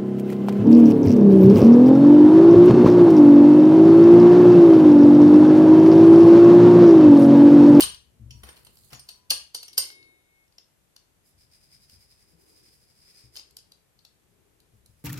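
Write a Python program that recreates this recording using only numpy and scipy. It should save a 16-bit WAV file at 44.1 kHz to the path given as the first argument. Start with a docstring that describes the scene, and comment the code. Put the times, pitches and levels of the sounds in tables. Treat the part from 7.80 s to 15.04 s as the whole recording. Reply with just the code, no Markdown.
"""Pastry wheel on a glass table

A pastry cutter with a loose fluted steel wheel and a plastic handle is handled over a glass kitchen table.
Clacks and ticks are short bursts of noise through the handle's pitches; wheel and table ring as fading sines.
Fingers sweep dough aside and the wheel rolls flute by flute through the sheet: filtered, swelling noise.
A small tiled room, faint tones, a distant rumble and a steady background hiss surround it."""
import sys
import numpy as np
from scipy import signal
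from scipy.fft import rfft, irfft, next_fast_len
from scipy.io import wavfile
from scipy.ndimage import uniform_filter1d

SR = 44100
rng = np.random.default_rng(int(sys.argv[2]) if len(sys.argv) > 2 else 0)


def materialize(psi):
    """Save the field psi as 16-bit PCM at rate SR to the path in sys.argv[1].

    A 1-D psi becomes a single channel; in a 2-D psi each row is a channel.
    """
    bounded = np.clip(np.atleast_2d(psi).T, -1, 1)
    quanta = np.round(bounded * 32767).astype(np.int16)
    wavfile.write(sys.argv[1], SR, quanta)


N = 319284
T = np.arange(N) / SR  # time of every sample, s


def undb(db):
    """Turn decibels into a plain multiplier."""
    return 10 ** (np.asarray(db, float) / 20)


def unit(x):
    """Scale to an average (rms) level of 1."""
    return x / np.sqrt(np.mean(x ** 2) + 1e-30)


def peak(x):
    """Scale so that the highest peak is 1."""
    return x / np.max(np.abs(x))


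def band(x, lo_hz, hi_hz, order=2):
    """Keep the pitches between two limits (Butterworth band-pass along the last axis)."""
    limits = [lo_hz, min(hi_hz, .45 * SR)]
    return signal.sosfilt(signal.butter(order, limits, "band", fs=SR, output="sos"), x)


def ring(x, hz, t60):
    """One mode: a unit blow starts a unit sine that falls 60 dB in t60 seconds."""
    r = np.exp(-np.log(1000) / (t60 * SR))
    w = 2 * np.pi * hz / SR
    return signal.lfilter([0, np.sin(w)], [1, -2 * r * np.cos(w), r * r], x)


def colour(x, table, share=1):
    """Filter by (Hz, dB) points, with the dB multiplied by share."""
    hz, db = np.transpose(table)
    size = next_fast_len(N)
    f = np.maximum(np.arange(size // 2 + 1) * SR / size, 1)
    gain_db = share * np.interp(np.log(f), np.log(hz), db)
    return irfft(rfft(x, size) * undb(gain_db), size)[..., :N]


def walk(rate):
    """Wandering random values: each held 1 / rate s, then smoothed twice; spread near 1."""
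    hold = int(SR / rate)
    steps = np.repeat(rng.standard_normal(N // hold + 1), hold)
    return 1.3 * uniform_filter1d(uniform_filter1d(steps, hold), hold)[:N]


def add(out, x, s):
    """Mix x in from time s, dropping whatever falls outside."""
    i = int(s * SR)
    x = x[..., max(-i, 0):N - i]
    out[..., max(i, 0):max(i, 0) + x.shape[-1]] += x


def curve(table, column, outside):
    """Join one column of a table by straight lines over time."""
    rows = np.array(table)
    return np.interp(T, rows[:, 0], rows[:, column], left=outside, right=outside)


# low band, before it wanders: first a blow's low tail dying away, later distant rumble:
# time_s, level_db
LOW_LEVEL = [(0.0, -46.5), (0.2, -66.5), (0.58, -63.5), (1.2, -69), (2.8, -74), (3.99, -67), (5.16, -70),
             (6.25, -72), (6.63, -68.5), (7.24, -67)]
# middle band: the first row is the blow's tail dying away, the later ones are distant rumble:
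# centre_s, level_db, half_length_s
MID_SWELLS = [(0.0, -61, 0.13), (0.794, -72, 0.47), (2.156, -68, 0.28), (4.68, -65.5, 0.23),
              (5.595, -71.5, 0.36), (6.7, -72, 0.33)]
MID_FLOOR_DB = -91  # base level of the middle band between swells


def rumble():
    """A blow's low tail, then distant rumble: two wandering noise bands, partly shared by both ports."""
    shared, own = rng.standard_normal(N), rng.standard_normal((2, N))
    low = unit(band(shared + 1.2 * own, 34, 180))
    mid = unit(band(.3 * shared + own, 260, 440))
    mid = mid + .35 * unit(band(own, 450, 1000, order=1))
    low_db, mid_db = 1.5 * walk(8), 1.5 * walk(7)
    swells = undb(MID_FLOOR_DB)
    for s, db, half in MID_SWELLS:
        swells = swells + undb(db) * np.exp(-((T - s) / half) ** 2)
    return low * undb(curve(LOW_LEVEL, 1, None) + low_db) + mid * swells * undb(mid_db)


LEAD_IN_S, LEAD_IN_DB = 0.0065, -28  # a faint lead-in of noise before each knock


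def knock(db, hz, dull_db, hollow_db, bright_db, ms, pan_db, snap=0):
    """A chatter of contacts sounds the plastic handle; both ports, with a faint lead-in of noise."""
    t = np.arange(2048) / SR - LEAD_IN_S  # 0 at the knock
    tau = np.clip(ms, .3, 20) / 1000
    after = np.maximum(t, 0)
    shape = (1 - np.exp(-after / (.5 * tau))) * np.exp(-after / tau)
    shape += undb(LEAD_IN_DB) * np.exp(-np.abs(t) / tau)
    noise = rng.standard_normal((4, len(t)))
    # reflections off the glass make the chatter differ between the ports
    chatter = (noise[0] + .7 * noise[1:3]) * undb(2 * noise[3]) * shape
    chatter[:, int(LEAD_IN_S * SR)] += snap  # first contact
    body = 0.58 * peak(band(chatter, hz - 350, hz + 350))
    body += 0.54 * peak(band(chatter, .85 * hz, 1.322 * hz))
    body += undb(dull_db) * peak(band(chatter, 290, 2700))
    body += undb(hollow_db) * peak(band(chatter, 2700, 3224))
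    body += undb(bright_db) * peak(band(chatter, 6500, 13000, order=3))
    return undb(db + np.array([[pan_db], [-pan_db]]) / 2) * body


# wheel knocking axle and handle; the last three levels are relative to level_db:
# start_s, level_db, handle_pitch_hz, dull_part_db, ring_of_family_0_db, ring_of_family_1_db
CLACKS = [(0.0044, -16.5, 4670, -4.5, -30, -1.5), (0.0186, -15, 4540, -17, -46.5, -21.5),
          (0.0267, -18, 4170, -30.5, -28, -8), (0.0349, -30, 4200, 5, -21.5, -16),
          (0.5058, -39.5, 5100, -58, -18, -19), (0.633, -45.5, 5000, 7, -15, 0),
          (0.6875, -43, 5170, 3, -21.5, -9), (0.765, -47.5, 4240, -26, -35, -14),
          (0.847, -52, 4570, -26, -39, -2), (0.8661, -41.5, 4030, -5.5, -45, -17),
          (1.1036, -53, 5270, -10, -24.5, -15), (1.1292, -39, 4570, -34, -17, -12.5),
          (1.145, -42, 5600, -31, -16.5, -21), (1.193, -39, 5060, -14.5, -30, -12),
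          (1.2875, -30, 4400, -16, -27.5, -19.5), (1.5033, -8.5, 4630, -29.5, -43.5, -15),
          (1.5104, -22.5, 5230, -1, -23.5, -31.5), (1.7454, -22, 4650, -13.5, -20.5, -14.5),
          (1.8284, -31, 4600, -16.5, -33, -18.5), (1.8795, -33.5, 5830, -15.5, -43.5, -22.5),
          (1.929, -39, 4780, -17.5, -45, -16), (1.9773, -9, 4960, -15, -28.5, -13.5),
          (2.0192, -28, 4600, -26.5, -28, -29.5)]
# modes of the steel wheel, one row per pitch below: base_level_db, fade_by_60_db_s, family (0 or 1)
WHEEL_MODES = [(-4.5, 0.22, 0), (-2.5, 0.3, 0), (-5, .1, 0), (-1, .15, 0), (-6, 0.12, 1), (-12, .14, 1),
               (-11, 0.12, 1), (-12, .1, 1), (-13, 0.11, 1), (-18, .15, 1)]
# pitches of those modes: pitch_hz
WHEEL_PITCHES = [5665, 5714, 6702, 4430, 8765, 8810, 12375, 13770, 9600, 10600]
CLACK_MS, CLACK_PAN_DB = 5, 0  # fade time of the chatter; left minus right
CLACK_HOLLOW_DB, CUPPED_HOLLOW_DB = -11, -3
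CUPPED_UNTIL_S = 1.17  # until then the palm cups the handle
CLACK_BRIGHT_DB, BRIGHT_PER_RING = 1, 0.4  # the bright part grows with the ring of family 1
SNAP_AT_0_DB = 2  # first contact over the rest; grows with the force of the clack


def clacks():
    """Each clack sounds the handle and strikes the wheel, whose modes ring and flutter."""
    handle, blows = np.zeros((2, N)), np.zeros((2, 2, N))  # blows: family, port, time
    for s, db, hz, dull_db, *ring_db in CLACKS:
        bright_db = CLACK_BRIGHT_DB + BRIGHT_PER_RING * ring_db[1]
        hollow_db = CUPPED_HOLLOW_DB if s < CUPPED_UNTIL_S else CLACK_HOLLOW_DB
        snap = SNAP_AT_0_DB * undb(db)
        clack = knock(db, hz, dull_db, hollow_db, bright_db, CLACK_MS, CLACK_PAN_DB, snap)
        add(handle, clack, s - LEAD_IN_S)
        blow_db = db + np.add.outer(ring_db, [CLACK_PAN_DB / 2, -CLACK_PAN_DB / 2])
        add(blows, undb(blow_db)[..., None], s + CLACK_MS / 3000)
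    # the wheel wobbles on its loose axle, so every mode flutters at each port
    wheel = 0
    for hz, (db, t60, family) in zip(WHEEL_PITCHES, WHEEL_MODES):
        flutter_db = 7.45 * np.array([walk(90), walk(90)])
        wheel = wheel + undb(db + flutter_db) * ring(blows[family], hz, t60)
    return handle + wheel


# how long the room echoes at each pitch: pitch_hz, fade_by_60_db_s
ROOM_FADE = [(300, 0.27), (1000, 0.32), (3000, 0.36), (5000, 0.3), (9000, 0.3), (14000, 0.076)]
ROOM_DB = -7.5


def room(x):
    """A noise tail that swells over a few ms, then dies band by band; each port has its own."""
    t = np.arange(int(.6 * SR)) / SR
    hz, t60 = np.transpose(ROOM_FADE)
    tail = 0
    for f in 150 * 2 ** np.arange(0, 7, .5):  # half-octave bands
        fade = np.exp(-np.log(1000) * t / np.interp(np.log(f), np.log(hz), t60))
        noise = rng.standard_normal((2, len(t)))
        tail = tail + band(noise, f / 2 ** .25, f * 2 ** .25) * fade
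    tail *= 1 - np.exp(-(t / 0.0062) ** 2)
    tail /= np.sqrt(np.sum(tail ** 2, axis=1, keepdims=True))
    return undb(ROOM_DB) * signal.fftconvolve(x, tail, axes=1)[:, :N]


# hand on the table top: start_s, level_db, pitch_hz
BUMPS = [(0.019, -43, 196.4), (0.396, -42, 115), (0.41, -40, 102), (0.458, -41, 120), (0.509, -44.5, 133.3),
         (0.547, -42, 114.3), (0.629, -42, 67.8), (1.125, -44.5, 139.2), (1.149, -46, 132.8),
         (1.493, -50, 51.14), (1.98, -57, 64.6), (3.541, -58.5, 90), (4.129, -55, 90.4),
         (4.531, -54.5, 166.5), (5.437, -49.5, 122), (6.934, -53.5, 109), (7.088, -53.5, 107.7)]
BUMP_T60_S = .28  # time for the hum to fall 60 dB


def bumps():
    """A soft push sets the table top humming, with a leg mode at 67 Hz and two panel modes."""
    out = np.zeros(N)
    push = np.hanning(int(0.0044 * SR))
    push = np.pad(push / push.sum(), (0, SR - len(push)))
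    frame = 0.35 * ring(push, 67, 1.0)  # leg
    frame += 0.48 * ring(push, 220, 0.14) + .25 * ring(push, 305, 0.37)  # panel
    for s, db, hz in BUMPS:
        add(out, undb(db) * (ring(push, hz, BUMP_T60_S) + frame), s)
    return band(out, 50, 2000)


# short ticks of the handle: start_s, level_db, handle_pitch_hz,
# bright_part_db (relative to level_db)
TICKS = [(0.1444, -34.5, 4430, -10), (0.9704, -44, 4700, -5.5), (1.034, -51, 4500, -2),
         (2.1015, -34, 4700, -11), (2.227, -45.5, 4620, -16), (2.6382, -65.5, 4830, -4.5),
         (2.6784, -59, 5440, -9), (2.7225, -58, 4720, -9), (2.7822, -36, 5410, -12),
         (3.1628, -37.5, 4730, -7), (4.0961, -45, 4860, -1.5), (5.5553, -34, 4840, -14),
         (5.5633, -32.5, 5060, -1), (5.5698, -28, 4900, -15), (5.5936, -33.5, 4870, -17),
         (5.708, -55, 4280, 5), (5.7672, -34, 4970, 1.5), (5.787, -42, 5100, -13),
         (5.919, -41.5, 4340, -4.5), (6.1894, -49.5, 4510, -13), (6.2493, -40.5, 4200, -7.5),
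         (6.8012, -52.5, 4500, -1), (7.0594, -51.5, 4400, 4)]
TICK_MS, TICK_SNAP = 2.4, 0.84  # fade time of the chatter; size of the first contact
TICK_DULL_DB, TICK_HOLLOW_DB, TICK_PAN_DB = -14.5, -12.5, 2  # pan: left minus right


def ticks():
    """Ticks sound the handle with short chatters and leave the wheel still."""
    out = np.zeros((2, N))
    for s, db, hz, bright_db in TICKS:
        tick = knock(db, hz, TICK_DULL_DB, TICK_HOLLOW_DB, bright_db, TICK_MS, TICK_PAN_DB, TICK_SNAP)
        add(out, tick, s - LEAD_IN_S)
    return out


# a faint tone near 1 kHz comes and goes: start_s, pitch_hz, level_db, length_s
TONES = [(.5, 965, -73, .26), (1.24, 1000, -73, .27)]


def tones():
    """Faint steady sines with soft starts and ends."""
    out = np.zeros(N)
    for s, hz, db, length in TONES:
        count = int(length * SR)
        sine = np.sin(2 * np.pi * hz * T[:count])
        add(out, undb(db) * signal.windows.tukey(count, .4) * sine, s)
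    return out


# fingers sweeping dough scraps: time_s, level_db, dull_part_db (relative to level_db)
SWEEP = [(0.55, -71, -10), (0.696, -71, 14), (1.082, -63, -23), (1.13, -67.5, 22), (1.226, -72, -8.5),
         (1.4, -77, 4)]


def sweep():
    """Fingers and dough stick and slip on the glass: noise with a grainy, jumping level."""
    db = curve(SWEEP, 1, -120)
    grain = rng.standard_normal((2, N)) * undb(2 * walk(40) + 3 * walk(400))
    bright = unit(band(grain, 6000, 14300)) + .5 * unit(band(grain, 3900, 5300))
    dull = undb(curve(SWEEP, 2, 0)) * unit(band(grain, 150, 2849, order=1))
    return undb(db) * (bright + dull)


# blows on the lifted wheel: start_s, level_db
FREE_BLOWS = [(1.747, -70), (1.978, -59)]
# slow modes of the wheel held clear of the table, one row per pitch below: level_db, fade_by_60_db_s
FREE_MODES = [(5, 2.5), (2, 2.5), (5, 1.1), (1, .9), (7, .3)]
# pitches of those modes; the close pair beats: pitch_hz
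FREE_PITCHES = [2190, 2192.1, 3758, 10610, 3200]
ON_DOUGH_S = 2.69  # the wheel meets the dough


def free_ring():
    """Long thin ring of the lifted wheel, silent once it meets the dough; the pair starts in opposition."""
    blows = np.zeros(N)
    for s, db in FREE_BLOWS:
        add(blows, undb([db]), s)
    stop = np.clip((ON_DOUGH_S - T) / 0.062, 0, 1)
    modes = 0
    for k, (hz, (db, t60)) in enumerate(zip(FREE_PITCHES, FREE_MODES)):
        modes = modes + (-1) ** k * undb(db) * ring(blows, hz, t60)  # signs alternate
    return stop * modes


# times of flutes rolled, plus one scrape at 5.549 s as the wheel lifts off: time_s, swells_so_far
ROLLED = [(3.459, 0), (3.722, 2), (4.105, 6), (4.481, 10), (4.596, 11), (5.16, 18), (5.424, 22),
          (5.549, 23), (6.939, 24), (7.089, 25), (7.176, 26)]
# loudness of the swells, before scatter: time_s, squeak_level_db, hiss_level_db
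LOAD = [(3.46, -68, -74), (3.8, -61, -75.5), (4.1, -61, -67), (4.48, -66.5, -72), (4.67, -63, -71),
        (5.08, -64, -74.5), (5.35, -55.5, -75), (5.43, -62.5, -82), (5.54, -52, -64), (6.94, -81.5, -80),
        (7.1, -79, -75.5)]
# squeak resonances of the axle: pitch_hz, width_hz, level_db
AXLE = [(2420, 540, -6.5), (4995, 190, 5), (4700, 2900, -3.5), (8600, 1300, -3)]
SWELL_S, SWELL_LEAD_S = 0.13, 0.042  # length of one swell; its start before the listed time
SWELL_SCATTER_DB = 2.15  # random spread from swell to swell


def rolling():
    """Each flute, and the lift-off scrape, swells a rough axle squeak and a hiss of parting dough."""
    squeak, hiss = np.zeros(N), np.zeros(N)
    when, passed = np.transpose(ROLLED)
    times = np.interp(np.arange(passed[-1] + 1), passed, when)
    scatter_db = SWELL_SCATTER_DB * rng.standard_normal((len(times), 2))
    squeak_db, hiss_db = curve(LOAD, 1, None), curve(LOAD, 2, None)
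    swell = np.hanning(int(SWELL_S * SR)) ** 1.14
    for s, (a_db, b_db) in zip(times, scatter_db):
        i = int(s * SR)
        add(squeak, undb(squeak_db[i] + a_db) * swell, s - SWELL_LEAD_S)
        add(hiss, undb(hiss_db[i] + b_db) * swell, s - SWELL_LEAD_S)
    slip = rng.standard_normal((2, N)) * undb(0.97 * walk(55) + 2.04 * walk(500))
    axle = 0
    for hz, width, db in AXLE:
        axle = axle + undb(db) * unit(band(slip, hz - width / 2, hz + width / 2, order=1))
    noise = rng.standard_normal((2, N))
    parting = unit(band(noise, 5850, 15000, order=3)) + .5 * unit(band(noise, 10200, 11360))
    return squeak * unit(axle) + hiss * parting


TICK_ROOM_DB = -0.5  # room share of the ticks, almost the same as for other sounds


def scene():
    """Cutter and hands in the room, over the low bands."""
    open_air = clacks() + rolling() + sweep()
    handle_ticks = ticks()
    walls = room(open_air + undb(TICK_ROOM_DB) * handle_ticks)
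    return open_air + handle_ticks + walls + free_ring() + bumps() + tones() + rumble()


# tone of the left port against the right, before each port takes its share: pitch_hz, tilt_db
PORT_TILT = [(100, 4), (1500, 3.5), (4500, 3.5), (7500, -4.5), (12000, -4.5)]
# shape of the steady background hiss, which ends near 14.5 kHz: pitch_hz, relative_level_per_hz_db
HISS_SHAPE = [(150, -16.5), (300, -1), (600, -3.5), (1200, -9), (2500, -10), (5000, -15), (9000, -12),
              (14000, -14.5), (14500, -42.5)]
HISS_DB = -70  # overall, both ports
LEFT_LAG_S, TOP_HZ = .0002, 15900  # delay of the left port; highest pitch kept


def record(dry):
    """Two microphone ports: the left hears later, fuller and duller; each has its own background hiss."""
    left = np.pad(colour(dry[0], PORT_TILT, 0.78), (int(LEFT_LAG_S * SR), 0))[:N]
    right = colour(dry[1], PORT_TILT, -0.91)
    hiss = unit(colour(rng.standard_normal((2, N)), HISS_SHAPE))
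    hiss = hiss * undb(HISS_DB + np.array([[.7], [-.7]]))
    steep_cut = signal.ellip(10, .2, 80, TOP_HZ, fs=SR, output="sos")
    return signal.sosfilt(steep_cut, np.array([left, right]) + hiss)


dry = scene()
out = record(dry)
materialize(out)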